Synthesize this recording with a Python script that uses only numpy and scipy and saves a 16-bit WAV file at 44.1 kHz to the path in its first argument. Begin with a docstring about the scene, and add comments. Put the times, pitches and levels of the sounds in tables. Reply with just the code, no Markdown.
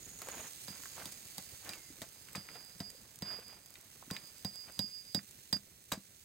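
"""A hammer drives a metal tent stake into stony ground beside a lake, light taps first, then firm blows.
Each blow layers a steel tick, the stake's short ring, a thud of soil and a crunch of grit. The hammer
head sings on with one high note that swells and fades as it is lifted, until the last blows leave it
resting on the stake. Shoes scuff the gravel, pebbles click and a faint whistle falls once; a thin hiss
and insects sit to the right, over a soft rumble."""
import sys
import numpy as np
from scipy import signal
from scipy.fft import rfft, irfft, next_fast_len
from scipy.io import wavfile

SR = 44100
rng = np.random.default_rng(int(sys.argv[2]) if len(sys.argv) > 2 else 0)


def store_wav(level_fs):
    """Save 16-bit WAV to argv[1]."""
    pcm = np.round(np.clip(np.atleast_2d(level_fs), -1, 1) * 32767)
    wavfile.write(sys.argv[1], SR, pcm.T.astype(np.int16))


N = 275184
TIME = np.arange(N) / SR
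SIDES = np.array([[1], [-1]])   # left, right
FEET_SETTLE_S, PEBBLE_T60_S = 4.85, .025

# Levels in the tables are relative: each layer adds its own trim.
# Tone curves of the noise layers. Each row: frequency in Hz, level in dB.
HISS_EQ = [(1200, -9.5), (2000, -5.5), (3200, -4), (4300, -3.5), (5400, -4), (6500, -0.5), (7400, -1),
           (8300, 0.5), (9000, -4.5), (9700, -8.5), (10700, -4.5), (12500, -5.5), (13700, -5.5),
           (15700, -4)]
RUMBLE_EQ = [(20, 9), (50, 2), (125, 1.5), (220, -4), (400, -8), (1000, -20.5), (2000, -17.5), (3200, -36)]
GRAVEL_EQ = [(100, -3), (300, -2.5), (600, -2), (1000, -3), (1600, -3.5), (2300, -4), (3200, -8.5),
             (5000, -16), (15000, -21)]
TICK_EQ = [(500, -4.5), (2000, -17.5), (4000, -2), (5600, -1.5), (8200, 5), (10000, -4), (12000, -1),
           (15000, -2)]
CRUNCH_EQ = [(200, -5.5), (400, -8.5), (610, 1), (830, -5), (1000, -5), (1250, -9), (1900, -5.5),
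             (2700, -12.5), (4500, -11.5), (8500, -10), (10000, -22), (15000, -23)]
# Stereo width. Each row: frequency in Hz, left-right correlation (1 is mono).
LIKENESS = [(30, .5), (100, 0.94), (300, 0.83), (1000, 0.72), (2500, .5), (6000, 0.7), (15000, .5)]
# Stereo tilt at full lean. Each row: frequency in Hz, left over right in dB.
BALANCE = [(100, -0.5), (700, 0.1), (2200, 0.5), (4500, -7.5), (7000, -6), (10000, -9.5), (15000, -7.5)]
# Fader rides of the background. Each row: time in seconds, level in dB.
HISS_FADER = [(0.0, -58), (0.21, -59), (0.42, -55), (0.94, -55), (1.15, -56.5), (1.49, -57), (2.08, -60.5),
              (3.68, -64.5), (4.14, -61), (5.49, -62), (5.67, -65), (6.24, -63.5)]
RUMBLE_FADER = [(0.0, -59.5), (0.15, -64), (5.58, -69), (5.74, -69.5), (6.24, -68.5)]
# Insects sizzling in the grass. Each row: start in seconds, hold in seconds, level in dB.
INSECT_BOUTS = [(.06, 0.18, -64.5), (.32, 0.16, -58), (.86, 0.1, -62.5), (1.15, 0.78, -71)]
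# Their shrill bands. Each row: centre in Hz, width in Hz, level in dB.
INSECT_BANDS = [(6750, 460, 7.5), (9070, 186, -6)]
# Shoes shifting on gravel. Each row: start in seconds, hold in seconds, level in dB.
SCUFFS = [(.22, .005, -55.5), (.285, .08, -49.5), (.4, .05, -52.5), (.73, 0.036, -59), (0.979, 0.063, -52),
          (1.659, 0.073, -54.5), (2.361, .025, -58.5), (2.5, 0.11, -61.5), (3.258, 0.12, -55),
          (3.499, 0.025, -60.5), (3.77, 0.017, -65), (4.135, 0.0087, -56), (4.68, 0.021, -61)]
# Pebbles knocking together. Each row: start in seconds, clack in dB, pitch in Hz, bright tick in dB.
PEBBLES = [(0.218, -40.5, 1300, -37), (0.271, -38, 627, -52), (0.286, -35, 1210, -39.5),
           (0.345, -40, 730, -60), (0.835, -44, 1720, -42), (0.856, -40, 1300, -47), (1.02, -40, 1260, -54),
           (1.123, -56, 2430, -41), (1.734, -38, 2240, -42), (2.285, -44, 1710, -54),
           (2.35, -33.5, 1700, -56), (2.488, -39, 1500, -66), (2.902, -54, 2330, -45),
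           (3.755, -43.5, 2550, -58), (4.025, -45, 900, -67), (4.103, -35, 1510, -47),
           (4.165, -32.5, 2600, -45), (5.191, -44, 1740, -65), (5.31, -77, 2180, -46.5),
           (5.567, -46.5, 1850, -45.5), (5.918, -27.5, 1110, -33.5), (5.933, -32.5, 700, -40)]
# Heels and the hammer settling. Each row: start in seconds, level in dB, pitch in Hz.
BUMPS = [(0.282, -33, 507), (0.704, -32.5, 181), (1.902, -38.5, 273), (2.378, -27.5, 173),
         (2.947, -44.5, 516), (3.387, -36, 465), (4.077, -40, 248), (4.841, -34, 200), (5.176, -24.5, 195),
         (5.561, -28.5, 206), (5.975, -29, 199)]
# Hammer blows. Each row: start in seconds; steel tick, soil thud, grit crunch, stake ring and hammer
# note, all in dB; the note's fall in dB per second (a tight grip damps it); its first and second dip
# in seconds after the blow.
BLOWS = [(0.6812, -67, -49, -53, -52.5, -53, 49.4, .125, 0.48),
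         (1.0558, -32.5, -50.5, -61, -45.5, -61.5, 50, 0.026, .17),
         (1.3811, -29.5, -49, -54, -47, -62, 55, .005, 0.21),
         (1.6913, -33, -51, -49.5, -46, -57, 60.4, 0.11, 0.27),
         (2.0175, -33, -50, -48.5, -47, -62.5, 40, 0.054, 0.49),
         (2.354, -41, -46, -47, -46.5, -48.5, 38.3, 0.1, 0.48),
         (2.8025, -54, -39.5, -50.5, -43, -46.5, 106, 0.017, 0.127),
         (3.2213, -40, -39, -54, -40.5, -40, 65, 0.023, 0.2),
         (4.1101, -32, -38, -57, -43, -51.5, 55, 0.1, 0.22),
         (4.447, -32.5, -36.5, -54, -40, -45.5, 45, 0.075, 0.243),
         (4.791, -27.5, -36, -51.5, -32, -41.5, 52, 0.11, 0.25),
         (5.1462, -25, -35, -47, -36, -39.5, 55, 0.094, 0.28),
         (5.5271, -27, -36, -47, -30, -34.5, 55, 0.085, 0.36),
         (5.9208, -30, -39, -40.5, -31.5, -52, 55, 0.023, 0.15)]
# Modes of the stake and the ground round it. Each row: pitch in Hz, level in dB, t60 in seconds.
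STAKE_MODES = [(1948, -13.5, 0.014), (3300, -21, 0.018), (3560, -12, 0.015), (3877, -5, 0.026),
               (4810, -0.5, 0.02), (6900, -31, 0.016), (8120, -18, 0.015), (8500, -17, 0.021),
               (11900, -12.5, 0.013), (14300, -8, .012)]
SOIL_MODES = [(127, -4, 0.048), (190, -2, 0.056), (262, -7, 0.034), (491, -9, 0.02), (563, -15.5, 0.032),
              (696, -14.5, 0.029), (1032, -24, 0.074)]
# The whistle's slide. Each row: time in seconds, pitch in Hz, level in dB.
WHISTLE_GLIDE = [(1.71, 2420, -47), (1.74, 2330, -57), (1.78, 2150, -58), (1.85, 2104, -65),
                 (1.93, 1990, -67)]


def from_db(db):
    """Decibels to gain."""
    return 10 ** (np.asarray(db) / 20)


def rms_one(x):
    """Scale to unit rms."""
    return x / np.sqrt(np.mean(x ** 2) + 1e-20)


def butter(x, order, hz, kind="low"):
    """Butterworth filter."""
    return signal.sosfilt(signal.butter(order, hz, kind, fs=SR, output="sos"), x)


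def at_hz(points, hz):
    """Read a curve on a log-frequency axis."""
    freqs, values = np.transpose(points)
    return np.interp(np.log(np.maximum(hz, 1)), np.log(freqs), values)


def in_time(rows):
    """Draw each column as an automation curve."""
    times, *columns = np.transpose(rows)
    return [np.interp(TIME, times, column) for column in columns]


def add(track, start, sound):
    """Mix a short sound in at a time in seconds."""
    i = max(round(start * SR), 0)
    track[..., i:i + sound.shape[-1]] += sound[..., :N - i]


def colour(x, eq, size=4096):
    """Minimum-phase EQ with unit power gain: no pre-ring ahead of a hit."""
    cepstrum = irfft(np.log(from_db(at_hz(eq, np.fft.rfftfreq(size, 1 / SR)))))
    cepstrum[1:size // 2] *= 2
    cepstrum[size // 2 + 1:] = 0
    response = irfft(np.exp(rfft(cepstrum)))
    return signal.oaconvolve(x, response[None] / np.linalg.norm(response))[:, :N]


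def spread(pair, lean, left_lag_s=0):
    """Mid and side become left and right, narrow in the bass and leaning right in the treble."""
    size = next_fast_len(N)
    hz = np.fft.rfftfreq(size, 1 / SR)
    mid, side = rfft(pair, size)
    alike = at_hz(LIKENESS, hz)
    stereo = np.sqrt(1 + alike) * mid + SIDES * np.sqrt(1 - alike) * side
    stereo[0] *= np.exp(-2j * np.pi * hz * left_lag_s)
    tilt = from_db(SIDES * lean * at_hz(BALANCE, hz) / 2)
    return irfft(stereo * tilt, size)[:, :N] / np.sqrt(2)


def grains(grain_db, per_s):
    """Two noises whose level jumps from grain to grain."""
    sizes = from_db(grain_db * np.clip(rng.standard_normal(N), -2.5, 2.5))
    return rms_one(rng.standard_normal((2, N)) * sizes[(TIME * per_s).astype(int)])


def swells(rows, attack_s, release_s):
    """Envelope of events that grow, hold and die away; their powers add."""
    power = 0
    for start, held, db in rows:
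        before = np.maximum(start - TIME, 0) / attack_s
        after = np.maximum(TIME - start - held, 0) / release_s
        power += (from_db(db) * np.exp(-np.minimum(before + after, 20))) ** 2
    return np.sqrt(power)


def fade(age, t60):
    """A tail that drops 60 dB in t60 seconds."""
    return 1000 ** (-age / t60)


def decays(starts, levels_db, t60):
    """Envelope that jumps up at each start and dies away."""
    out, tail = np.zeros(N), fade(TIME[:SR // 3], t60)
    for start, db in zip(starts, levels_db):
        add(out, start, from_db(db) * tail)
    return out


def mode(hz, t60, phase=0):
    """A dying sine."""
    age = TIME[:SR // 4]
    return fade(age, t60) * np.sin(2 * np.pi * hz * age + phase)


def rumble(trim_db=3.8):
    """A soft, uneven outdoor low end."""
    db, = in_time(RUMBLE_FADER)
    return spread(colour(grains(grain_db=3.5, per_s=48), RUMBLE_EQ) * from_db(db + trim_db), lean=0.76)


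def hiss(trim_db=4.5):
    """A fine, slightly crackly bed of air."""
    db, = in_time(HISS_FADER)
    return colour(grains(grain_db=2.0, per_s=400), HISS_EQ) * from_db(db + trim_db)


def insects(trim_db=-2.5, attack_s=0.18, release_s=0.023, whine_hz=4510):
    """A far chorus rasps in narrow bands, bout by bout; one insect holds a thin whine."""
    def band(hz, width):
        return rms_one(butter(rasp, 2, [hz - width / 2, hz + width / 2], "band"))
    rasp = grains(grain_db=3.5, per_s=150)
    chorus = sum(from_db(db + trim_db) * band(hz, width) for hz, width, db in INSECT_BANDS)
    whine = band(whine_hz, width=60) * swells([(1.2, .42, -68.5)], release_s, release_s)
    return chorus * swells(INSECT_BOUTS, attack_s, release_s) + whine


def gravel(fidget_db=-70, width=0.97, clump_db=3.5, clumps_per_s=70, cracks_per_s=45, crack_db=21.5):
    """Soles grind gravel in clumps with sharp cracks, creaking between scuffs until the feet settle."""
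    effort = swells(SCUFFS + [(0, FEET_SETTLE_S, fidget_db)], attack_s=0.026, release_s=0.047)
    wander = np.interp(TIME * clumps_per_s, np.arange(N), rng.standard_normal(N))
    clumps = rms_one(from_db(clump_db * wander))
    grinding = grains(grain_db=2.0, per_s=700) * clumps * [[1], [width]]
    cracks = (rng.random(N) < cracks_per_s / SR) * rng.choice([-1, 1], N)
    grinding[0] += from_db(crack_db) * cracks
    return spread(colour(rms_one(grinding) * effort, GRAVEL_EQ), lean=1.0)


def grit(per_s=8, t60=.008, softest_db=-50, loudest_db=-41.5):
    """Single grains crack faintly under the soles as the weight shifts."""
    when, size = rng.random((200, 2))[:round(per_s * FEET_SETTLE_S)].T
    db = softest_db + (loudest_db - softest_db) * size
    cracks = grains(grain_db=2.0, per_s=4600) * decays(FEET_SETTLE_S * when, db, t60)
    return spread(colour(cracks, TICK_EQ), lean=0.5)


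def pebbles(trim_db=-4.5, octaves=0.63, loose_per_s=28, loose_db=16, loose_hz=1400, loose_octaves=0.95):
    """Each pebble clacks in a broad band round its pitch; longer scuffs kick up a few loose ones."""
    out, age = np.zeros((2, N)), TIME[:SR // 10]
    stones = [row[:3] for row in PEBBLES]
    for start, held, db in SCUFFS:
        when, size, pitch = rng.random((3, 8))
        for k in range(round(loose_per_s * held)):
            hz = loose_hz * 2 ** (loose_octaves * (2 * pitch[k] - 1))
            stones.append((start + held * when[k], db + loose_db * size[k], hz))
    for start, db, hz in stones:
        low, high = hz / 2 ** octaves, hz * 2 ** octaves
        burst = rng.standard_normal((2, len(age))) * fade(age, PEBBLE_T60_S)
        makeup = np.sqrt(SR / 2 / (high - low))
        add(out, start, from_db(db + trim_db) * makeup * butter(burst, 2, [low, high], "band"))
    return spread(out, lean=.25)


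def ticks(click_db=13.0, snap_db=-10.5, tail_db=-18.5, delay_s=.0008):
    """The bright edge of hard contacts: pebble ticks, and steel on steel with a click, snap and tail."""
    pebble_starts, _, _, pebble_db = np.transpose(PEBBLES)
    stone = decays(pebble_starts, pebble_db, PEBBLE_T60_S)
    starts, db, *_ = np.transpose(BLOWS)
    starts = starts + delay_s   # the click sounds just under a millisecond after each listed start
    click = np.zeros((2, N))
    click[0, np.round(starts * SR).astype(int)] = from_db(db + click_db)
    steel = decays(starts, db + snap_db, t60=.005) + decays(starts, db + tail_db, t60=0.081)
    rattle = grains(grain_db=-2.0, per_s=4600) * (steel + stone)
    return spread(colour(click + rattle, TICK_EQ), lean=0.26, left_lag_s=-0.000016)


def scatter(hits, trim_db=-11.0, t60=0.15, predelay_s=0.0023, dull_hz=5000):
    """Weak, dull reflections off the stones, the tent and the gear."""
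    age = TIME[:SR // 4]
    tail = rng.standard_normal((2, len(age))) * fade(age, t60) * (age > predelay_s)
    tail = butter(tail / np.linalg.norm(tail[0]), 1, dull_hz)
    wet = signal.oaconvolve(hits.mean(axis=0)[None], tail)[:, :N]
    return from_db(trim_db) * spread(wet, lean=0.65)


def bumps(trim_db=2.5, t60=0.025, attack_s=0.0039):
    """Soft contacts with the ground: a few low cycles with a rounded attack."""
    out = np.zeros(N)
    for start, db, hz in BUMPS:
        thump = mode(hz, t60)
        attack = 1 - np.exp(-TIME[:len(thump)] / attack_s)
        add(out, start, from_db(db + trim_db) * thump * attack)
    return out


def stake(trim_db=6.5, vary_db=2.5, pan_db=-5.5, delay_s=0.001012):
    """The stake rings briefly, choked by the soil; each blow strikes a new mix of its modes."""
    out = np.zeros((2, N))
    for start, _, _, _, db, *_ in BLOWS:
        for hz, mode_db, t60 in STAKE_MODES:
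            strength, right_phase = rng.standard_normal(2)
            ring = mode(hz, t60, np.array([[0], [right_phase]]))
            add(out, start + delay_s, from_db(db + trim_db + mode_db + vary_db * strength) * ring)
    return out * from_db(SIDES * pan_db / 2)


def soil(trim_db=9.5, detune=.025, delay_s=0.00064):
    """The ground thuds under the stake; its modes alternate in sign, so the body takes a cycle to build."""
    out = np.zeros(N)
    for start, _, db, *_ in BLOWS:
        for k, (hz, mode_db, t60) in enumerate(SOIL_MODES):
            thud = mode(hz * (1 + detune * rng.standard_normal()), t60)
            add(out, start + delay_s, (-1) ** k * from_db(db + trim_db + mode_db) * thud)
    return out


def crunch(trim_db=6.5, t60=0.1):
    """Grit is crushed as the stake slips deeper."""
    starts, _, _, db, *_ = np.transpose(BLOWS)
    crushed = grains(grain_db=1.0, per_s=1100) * decays(starts, db + trim_db, t60)
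    return spread(colour(crushed, CRUNCH_EQ), lean=0.22)


def hammer(hz=4856, pan_db=-14.5, stereo_rad=1.0, ping_db=-12.0, waver=.1, waver_hz=60, delay_s=0.00098):
    """The steel head pings and holds a note that dips as the lift turns its quiet sides to the listener."""
    stays_down_from_s, rest_after_s, choke_db_per_s = 5, 0.034, 654
    dip_floor = from_db([[-2.5], [-15]])   # shallow on the left, deep on the right
    envelope = np.zeros((2, N))
    starts, _, _, _, ring_db, *_ = np.transpose(BLOWS)
    for (start, *_, db, fall, first_dip, second_dip), end in zip(BLOWS, [*starts[1:], TIME[-1]]):
        age = TIME[:int((end - start) * SR)]
        turn = np.pi * (age - first_dip) / (second_dip - first_dip)
        note_db = db - fall * age
        if start > stays_down_from_s:   # the head rests on the stake, which chokes it
            note_db -= choke_db_per_s * np.maximum(age - rest_after_s, 0)
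        add(envelope, start + delay_s, np.hypot(np.sin(turn), dip_floor) * from_db(note_db))
    envelope += decays(starts + delay_s, ring_db + ping_db, t60=0.047)
    flutter, drift = waver * rms_one(butter(rng.standard_normal((2, 2, N)), 2, waver_hz))
    phase = 2 * np.pi * hz * TIME + drift + SIDES * stereo_rad / 2
    note = np.sqrt(2) * (1 + flutter) * np.sin(phase)
    return envelope * note * from_db(SIDES * pan_db / 2)


def whistle(trim_db=-3.5):
    """A thin tone slides down and fades."""
    hz, db = in_time(WHISTLE_GLIDE)
    gate = (TIME > WHISTLE_GLIDE[0][0]) & (TIME < WHISTLE_GLIDE[-1][0])
    return gate * from_db(db + trim_db) * np.sin(2 * np.pi * np.cumsum(hz) / SR)


def scene():
    """The mix: blows and stones with their reflections, the hammer's note and feet, over the ambience."""
    hits = stake() + soil() + ticks() + crunch() + pebbles() + bumps()
    foreground = hits + scatter(hits) + hammer() + gravel() + grit()
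    right_side = spread(hiss() + insects(), lean=0.98, left_lag_s=0.000467)
    return foreground + whistle() + right_side + rumble()


def record(dry, low_cut_hz=62, high_cut_hz=16000):
    """The microphone thins the deep bass; the top is cut steeply."""
    thin = butter(dry, 2, low_cut_hz, "high")
    return signal.sosfilt(signal.ellip(10, .1, 70, high_cut_hz, fs=SR, output="sos"), thin)


dry = scene()
out = record(dry)
store_wav(out)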